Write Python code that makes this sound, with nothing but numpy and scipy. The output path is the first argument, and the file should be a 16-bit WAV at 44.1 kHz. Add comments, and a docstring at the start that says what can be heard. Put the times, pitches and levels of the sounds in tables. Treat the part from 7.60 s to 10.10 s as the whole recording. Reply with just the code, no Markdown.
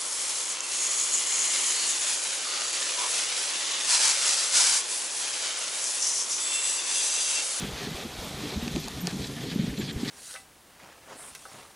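"""The runners of a dog sled hiss and crunch along a snowy trail: noise mixed with dense tiny clicks.
They rasp now and then on firmer snow, in short swells of coarser crunch.
The frame drums as low noise and thuds at bumps as short dying tones; wind nudges the microphone.
A small harness ring jingles in two high tones; the rigging ticks and knocks once.
All is heard from the sled itself, the same in both ears."""
import sys
import numpy as np
from scipy import signal
from scipy.fft import rfft, irfft
from scipy.io import wavfile
from scipy.ndimage import uniform_filter1d

SR = 44100
rng = np.random.default_rng(int(sys.argv[2]) if len(sys.argv) > 2 else 0)


def wav_record(signal):
    """Record a signal, one row per channel, as 16-bit PCM in the file named by sys.argv[1]."""
    frames = np.transpose(np.atleast_2d(signal))
    bounded = np.clip(frames, -1, 1)
    # unit amplitude maps onto the largest positive 16-bit level
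    quanta = np.round(bounded * 32767).astype(np.int16)
    wavfile.write(sys.argv[1], SR, quanta)


N = 110250  # samples, 2.5 seconds

# In the spectra below only the shape counts: each coloured sound is scaled to its level afterwards.

# Steady sliding of the runners, before the trims below.
# Each row: time in seconds, level of the low rush in dB, of the hiss in dB, of the fine spray in dB.
GLIDE_LEVELS = [(0.03, -43, -40.5, -48), (0.25, -43.5, -39.5, -49), (0.52, -44.5, -43, -49.5),
                (0.97, -44.5, -40.5, -49.5), (1.29, -48, -43, -50.5), (1.54, -47, -45, -49),
                (1.7, -48, -45, -51.5), (2.02, -50, -43.5, -52.5), (2.33, -49.5, -47, -52.5),
                (2.46, -48, -45, -49)]
RUSH_TRIM_DB, HISS_TRIM_DB, SPRAY_TRIM_DB = 0.5, -0.5, 0.5
# Spectra of the rush, the hiss and the spray. Each row: frequency in Hz, strength in dB per Hz.
RUSH_SPECTRUM = [(300, -5), (410, 7), (500, 5), (620, 2.5), (760, 5), (900, 0), (1150, 0), (1330, -0.5),
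                 (1550, -0.5), (1800, -9.5), (2600, -8)]
HISS_SPECTRUM = [(1100, -76), (1750, -1.5), (2400, -1.5), (2850, -2.5), (3300, 2), (4200, -0.5), (5000, -4),
                 (6400, -6.5), (8000, -20.5)]
SPRAY_SPECTRUM = [(4500, -14), (6800, -3), (8300, -4.5), (10500, -7), (12500, -10), (15500, -17.5)]

# Runners rasping on firm snow.
# Each row: time of the peak in seconds, rise in seconds, fall in seconds, level in dB, centre in Hz.
SCRAPES = [(.01, 0.022, 0.022, -40.5, 3500), (.185, 0.0073, 0.046, -41, 4270),
           (.22, 0.035, 0.047, -43, 1880), (.66, 0.024, 0.025, -45, 650), (.94, 0.1, 0.018, -46, 3700),
           (.955, 0.044, 0.02, -44.5, 675), (1.079, 0.0027, 0.004, -41, 890),
           (1.165, 0.0051, 0.0049, -33.5, 600), (1.22, 0.081, 0.043, -45, 5850),
           (1.29, 0.017, 0.014, -43.5, 750), (1.49, 0.043, 0.044, -46, 710),
           (1.497, 0.038, 0.026, -43.5, 2870), (1.525, 0.055, 0.041, -47, 5700),
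           (1.636, 0.018, 0.017, -37.5, 4200), (1.665, 0.045, 0.025, -45, 6060),
           (1.782, 0.019, 0.01, -45, 1960), (1.83, 0.0068, 0.013, -44, 3300),
           (1.912, 0.024, 0.011, -38, 4140), (1.927, 0.019, 0.0085, -44.5, 1900),
           (1.924, 0.0095, 0.0079, -38, 2900), (2.0, 0.01, 0.02, -43, 2700),
           (2.065, 0.015, 0.016, -42.5, 3370), (2.1, 0.0078, 0.0075, -46, 2200),
           (2.142, 0.0067, 0.0078, -48, 2290), (2.176, 0.0041, 0.012, -41, 4050),
           (2.224, 0.022, 0.0084, -43, 2700), (2.26, 0.032, 0.012, -41, 4670),
           (2.297, 0.02, 0.011, -37.5, 3300), (2.385, 0.026, 0.014, -49, 2870),
           (2.42, 0.023, 0.053, -46, 4850), (2.456, 0.012, 0.011, -39, 2980),
           (2.487, 0.0086, 0.009, -33.5, 4400), (2.499, 0.019, .02, -41, 1900)]
# Resonances of the runners. Each row: frequency in Hz, strength in dB per Hz.
RUNNER_SPECTRUM = [(500, 7), (1000, 7.5), (1500, 6.5), (1790, 13), (2050, 3), (2380, 5), (2800, -5.5),
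                   (3320, 4), (3700, -1.5), (4160, 2), (5200, -4), (6500, -5.5), (14000, -11.5)]

# The frame drumming over the trail, before its trim. Each row: time in seconds, level in dB.
RUMBLE_LEVELS = [(0, -36), (.2, -43.5), (.55, -44.5), (.72, -41.5), (.88, -38), (1.05, -42), (1.3, -38),
                 (1.55, -38), (1.72, -38.5), (1.9, -35.5), (2.0, -33), (2.2, -35), (2.33, -37.5),
                 (2.5, -38)]
# Spectrum of the drumming. Each row: frequency in Hz, strength in dB per Hz.
FRAME_SPECTRUM = [(40, -26), (100, -11), (135, 2), (160, -2), (185, -1.5), (250, -3.5), (300, -4.5),
                  (340, -13.5), (400, -8), (470, -14.5), (700, -35), (1500, -37.5)]
# Bumps that thud through the frame.
# Each row: time in seconds, peak of the tone in dB, pitch in Hz, ring time in seconds.
BUMPS = [(0.023, -32, 174, 0.0055), (0.027, -35.5, 363, 0.02), (.21, -36.5, 412, 0.017),
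         (0.27, -33.5, 237, 0.021), (0.274, -34.5, 405, 0.015), (0.287, -30.5, 155, 0.0063),
         (.35, -37, 357, 0.0076), (0.453, -28, 229, 0.0059), (.457, -32.5, 343, .01),
         (.649, -31.5, 220, 0.0036), (0.836, -30.5, 293, 0.026), (0.924, -35, 381, 0.015),
         (0.962, -26, 191, 0.0094), (.978, -26.5, 224, 0.011), (1.028, -26.5, 236, 0.022),
         (1.064, -36, 382, 0.0068), (1.075, -25, 240, 0.0042), (1.113, -31, 170, 0.0077),
         (1.153, -21.5, 178, 0.0037), (1.167, -19.5, 261, 0.0032), (1.171, -26.5, 344, 0.0065),
         (1.181, -25, 171, 0.0062), (1.427, -30.5, 176, 0.049), (1.441, -29, 177.6, 0.038),
         (1.477, -33, 388, 0.005), (1.529, -27.5, 190, 0.049), (1.57, -28.5, 198, 0.0062),
         (1.595, -34, 395, 0.0095), (1.962, -17.5, 205, 0.0041), (1.997, -14.5, 183, 0.0061),
         (2.009, -23.5, 170, 0.039), (2.041, -19.5, 208, 0.0036), (2.132, -28, 255, 0.013),
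         (2.182, -24.5, 211.5, 0.019), (2.195, -35.5, 355, 0.03), (2.232, -29, 139, 0.03),
         (2.372, -31.5, 235, 0.017), (2.433, -18.5, 244, 0.0068), (2.477, -29.5, 253, 0.021)]

# Single buffets of wind. Each row: time in seconds, peak in dB, pitch in Hz, ring time in seconds.
BUFFETS = [(0.032, -38, 52.4, 0.025), (0.133, -32, 65.5, 0.012), (.348, -33.5, 67, 0.0067),
           (0.593, -31.5, 58.7, .007), (.745, -42, 56, 0.019), (0.972, -25, 76.6, 0.015),
           (1.034, -34, 60, .015), (1.14, -31.5, 58, 0.02), (1.26, -40, 55, 0.011),
           (1.345, -38, 67.4, 0.034), (1.602, -31, 79, 0.0067), (2.099, -34, 55, 0.024),
           (2.365, -25.5, 58.3, 0.0052)]
# Spectrum of the steady wind. Each row: frequency in Hz, strength in dB per Hz.
WIND_SPECTRUM = [(20, -37), (35, 2), (50, -2.5), (80, 3.5), (110, -4), (200, -44), (500, -84)]

# Jingles of the harness ring.
# Each row: time in seconds, level of the upper tone in dB, lower tone relative to the upper in dB.
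JINGLES = [(.305, -47, -20), (.632, -53, -20), (.646, -43.5, -23), (1.032, -45, -4), (1.199, -45, -20),
           (1.207, -46, -20), (1.409, -39.5, -22), (1.418, -39, -22), (1.948, -46.5, -12), (2.188, -46, 5),
           (2.199, -43.5, 4.5), (2.328, -49, 2)]

# Rigging ticks and the knock. Each row: time in seconds, peak in dB, centre in Hz, ring time in seconds.
TICKS = [(1.0798, -21, 2880, 0.0012), (1.161, -22.5, 3480, 0.0013), (1.2427, -26.5, 3800, .0012),
         (1.283, -22, 4970, .0011), (1.4716, -38, 4200, .0005), (1.4715, -12.5, 4400, 0.0004),
         (1.4733, -27, 3400, .0012), (1.4767, -30, 796, 0.0017), (1.478, -40, 700, 0.00095),
         (1.4854, -31, 1700, 0.00068), (1.512, -34.5, 1200, 0.0026)]
# Tones of the line's metal fittings, before each tick's filter.
# Each row: frequency in Hz, level in dB.
FITTING_MODES = [(2550, -6.5), (4650, -3.5), (6500, -5), (9800, -7)]


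def db_to_gain(db):
    """Turn decibels into a gain."""
    return 10 ** (np.asarray(db) / 20)


def unit(x):
    """Scale to an average strength (rms) of 1."""
    return x / np.sqrt(np.mean(x ** 2))


def clock():
    """Time of every sample in seconds."""
    return np.arange(N) / SR


def level_curve(rows, column=1):
    """Gain that follows one dB column of a table, in straight lines between rows."""
    rows = np.array(rows)
    return db_to_gain(np.interp(clock(), rows[:, 0], rows[:, column]))


def bin_octaves():
    """Place of each spectrum bin in octaves above 1 Hz."""
    return np.log2(np.maximum(np.arange(N // 2 + 1) * SR / N, 1))


def colour(x, spectrum):
    """Give a sound the shape of a spectrum table, falling away beyond its ends; rms 1."""
    hz, db = np.array(spectrum).T
    octave, knots = bin_octaves(), np.log2(hz)
    octaves_outside = np.maximum(knots[0] - octave, 0) + np.maximum(octave - knots[-1], 0)
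    shape_db = np.interp(octave, knots, db) - 24 * octaves_outside  # 24 dB per octave
    return unit(irfft(rfft(x) * db_to_gain(shape_db), N))


def band(x, hz, octaves):
    """Keep a bell-shaped band around a centre frequency."""
    bell = np.exp(-.5 * ((bin_octaves() - np.log2(hz)) / octaves) ** 2)
    return irfft(rfft(x) * bell, N)


def wander(rate):
    """Noise averaged twice over 1 / rate seconds: smooth random wandering with rms 1."""
    width = max(int(SR / rate), 2)
    smooth = uniform_filter1d(rng.standard_normal(N), width)
    return unit(uniform_filter1d(smooth, width))


def strike(at, rise, decay):
    """Envelope that swells to a rounded peak and dies away."""
    t = clock() - at
    before = -.5 * (t / rise) ** 2
    after = (rise - np.hypot(t, rise)) / decay
    return np.exp(np.where(t < 0, before, after))


def ring(at, hz, rise, decay):
    """One tone that swells and dies away, starting anywhere in its cycle."""
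    return strike(at, rise, decay) * np.sin(2 * np.pi * (hz * (clock() - at) + rng.random()))


def crunch(grains_per_s, spread_db):
    """Snow crystals breaking: dense clicks of uneven size over smooth friction noise."""
    click_share = 0.51  # of the power
    hit = rng.random(N) < grains_per_s / SR
    # mostly small clicks, a few louder ones
    size = db_to_gain(spread_db * np.minimum(rng.exponential(size=N), 5))
    clicks = unit(hit * size * rng.choice([-1, 1], N))
    friction = rng.standard_normal(N)
    return np.sqrt(click_share) * clicks + np.sqrt(1 - click_share) * friction


def glide():
    """Runners sliding: a low rush, a hiss and a fine spray of crunch that flutter together."""
    grains_per_s, spread_db = 5000, 1.5
    rush = colour(crunch(grains_per_s, spread_db), RUSH_SPECTRUM)
    rush *= level_curve(GLIDE_LEVELS, column=1) * db_to_gain(RUSH_TRIM_DB)
    hiss = colour(crunch(grains_per_s, spread_db), HISS_SPECTRUM)
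    hiss *= level_curve(GLIDE_LEVELS, column=2) * db_to_gain(HISS_TRIM_DB)
    spray = colour(crunch(grains_per_s, spread_db), SPRAY_SPECTRUM)
    spray *= level_curve(GLIDE_LEVELS, column=3) * db_to_gain(SPRAY_TRIM_DB)
    flutter_db = 0.92 * wander(26.3)
    return (rush + hiss + spray) * db_to_gain(flutter_db)


def scrapes():
    """Chattering swells of sparser crunch, coloured by the runners' resonances, with a faint squeak."""
    grains_per_s, spread_db = 1100, 1.5
    rasp_octaves, squeak_octaves, squeak_db = 0.66, 0.14, -13.5  # the squeak is a much narrower band
    out = np.zeros(N)
    for at, rise, fall, db, hz in SCRAPES:
        t = clock() - at
        snow = colour(crunch(grains_per_s, spread_db), RUNNER_SPECTRUM)
        body = unit(band(snow, hz, rasp_octaves))
        squeak = unit(band(snow, hz, squeak_octaves)) * db_to_gain(squeak_db)
        swell = np.exp(-.5 * (t / np.where(t < 0, rise, fall)) ** 2)
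        out += db_to_gain(db) * unit(body + squeak) * swell
    chatter_db = 2.5 * wander(160)
    return out * unit(db_to_gain(chatter_db))


def patchy(x, count=36):
    """Split the sliding noise into overlapping narrow bands; each one flickers on its own."""
    flicker_db, flicker_hz = 1.3, 36.2
    spectrum = rfft(x)
    place = np.interp(bin_octaves(), np.log2([400, 14000]), [0, count - 1])
    out = np.zeros(N)
    for k in range(count):
        share = np.maximum(1 - np.abs(place - k), 0)  # triangles that add up to 1
        flicker = unit(db_to_gain(flicker_db * wander(flicker_hz)))
        out += irfft(spectrum * share, N) * flicker
    return out


def frame():
    """The frame drums all the time as low noise; each bump adds a dying tone with a little noise."""
    trim_db, flutter_db = -1, 2.5 * wander(44)
    out = colour(rng.standard_normal(N), FRAME_SPECTRUM)
    out *= level_curve(RUMBLE_LEVELS) * db_to_gain(trim_db + flutter_db)
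    rise_s, shake_db = 0.0017, -18.5
    shake = unit(band(rng.standard_normal(N), hz=258, octaves=0.58)) * db_to_gain(shake_db)
    for at, db, hz, decay in BUMPS:
        thud = ring(at, hz, rise_s, decay) + shake * strike(at, rise_s, decay)
        out += db_to_gain(db) * thud
    return out


def wind():
    """Low turbulence at the microphone, as wandering noise, with single buffets as low dying tones."""
    level_db, wander_db, rise_s = -52, 1, 0.0034
    out = colour(rng.standard_normal(N), WIND_SPECTRUM) * db_to_gain(level_db + wander_db * wander(5.2))
    for at, db, hz, decay in BUFFETS:
        out += db_to_gain(db) * ring(at, hz, rise_s, decay)
    return out


def harness():
    """A small metal ring tinkles in two quickly dying tones; the upper pitch varies a little."""
    upper_hz, lower_hz, rise_s, decay_s = 11900, 7240, 0.0013, 0.0061
    out = np.zeros(N)
    for at, db, lower_db in JINGLES:
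        pitch = upper_hz * (1 + 0.009 * rng.standard_normal())
        upper = ring(at, pitch, rise_s, decay_s)
        lower = ring(at, lower_hz, rise_s, decay_s) * db_to_gain(lower_db)
        out += db_to_gain(db) * (upper + lower)
    return out


def rigging():
    """Dry, very short clacks of the line's fittings: a noisy crack plus metal tones, in one wide band."""
    rise_s, modes_db, octaves = .0001, -5, .82
    out = np.zeros(N)
    for at, db, hz, decay in TICKS:
        crack = rng.standard_normal(N) * strike(at, rise_s, decay)
        modes = np.zeros(N)
        for mode_hz, mode_db in FITTING_MODES:
            modes += db_to_gain(mode_db) * ring(at, mode_hz, rise_s, decay)
        clack = crack / np.abs(crack).max() + db_to_gain(modes_db) * modes
        clack = band(clack, hz, octaves)  # a lower centre sounds duller
        out += db_to_gain(db) * clack / np.abs(clack).max()
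    return out


def scene():
    """Everything close by in open air, without echo, the same in both ears."""
    sliding = patchy(glide() + scrapes())
    mono = sliding + frame() + wind() + harness() + rigging()
    return np.array([mono, mono])


def record(dry):
    """The recorder cuts the top: a steep filter removes the treble above 15400 Hz."""
    low_pass = signal.ellip(10, .2, 70, 15400, fs=SR, output="sos")
    return signal.sosfilt(low_pass, dry)


dry = scene()
out = record(dry)
wav_record(out)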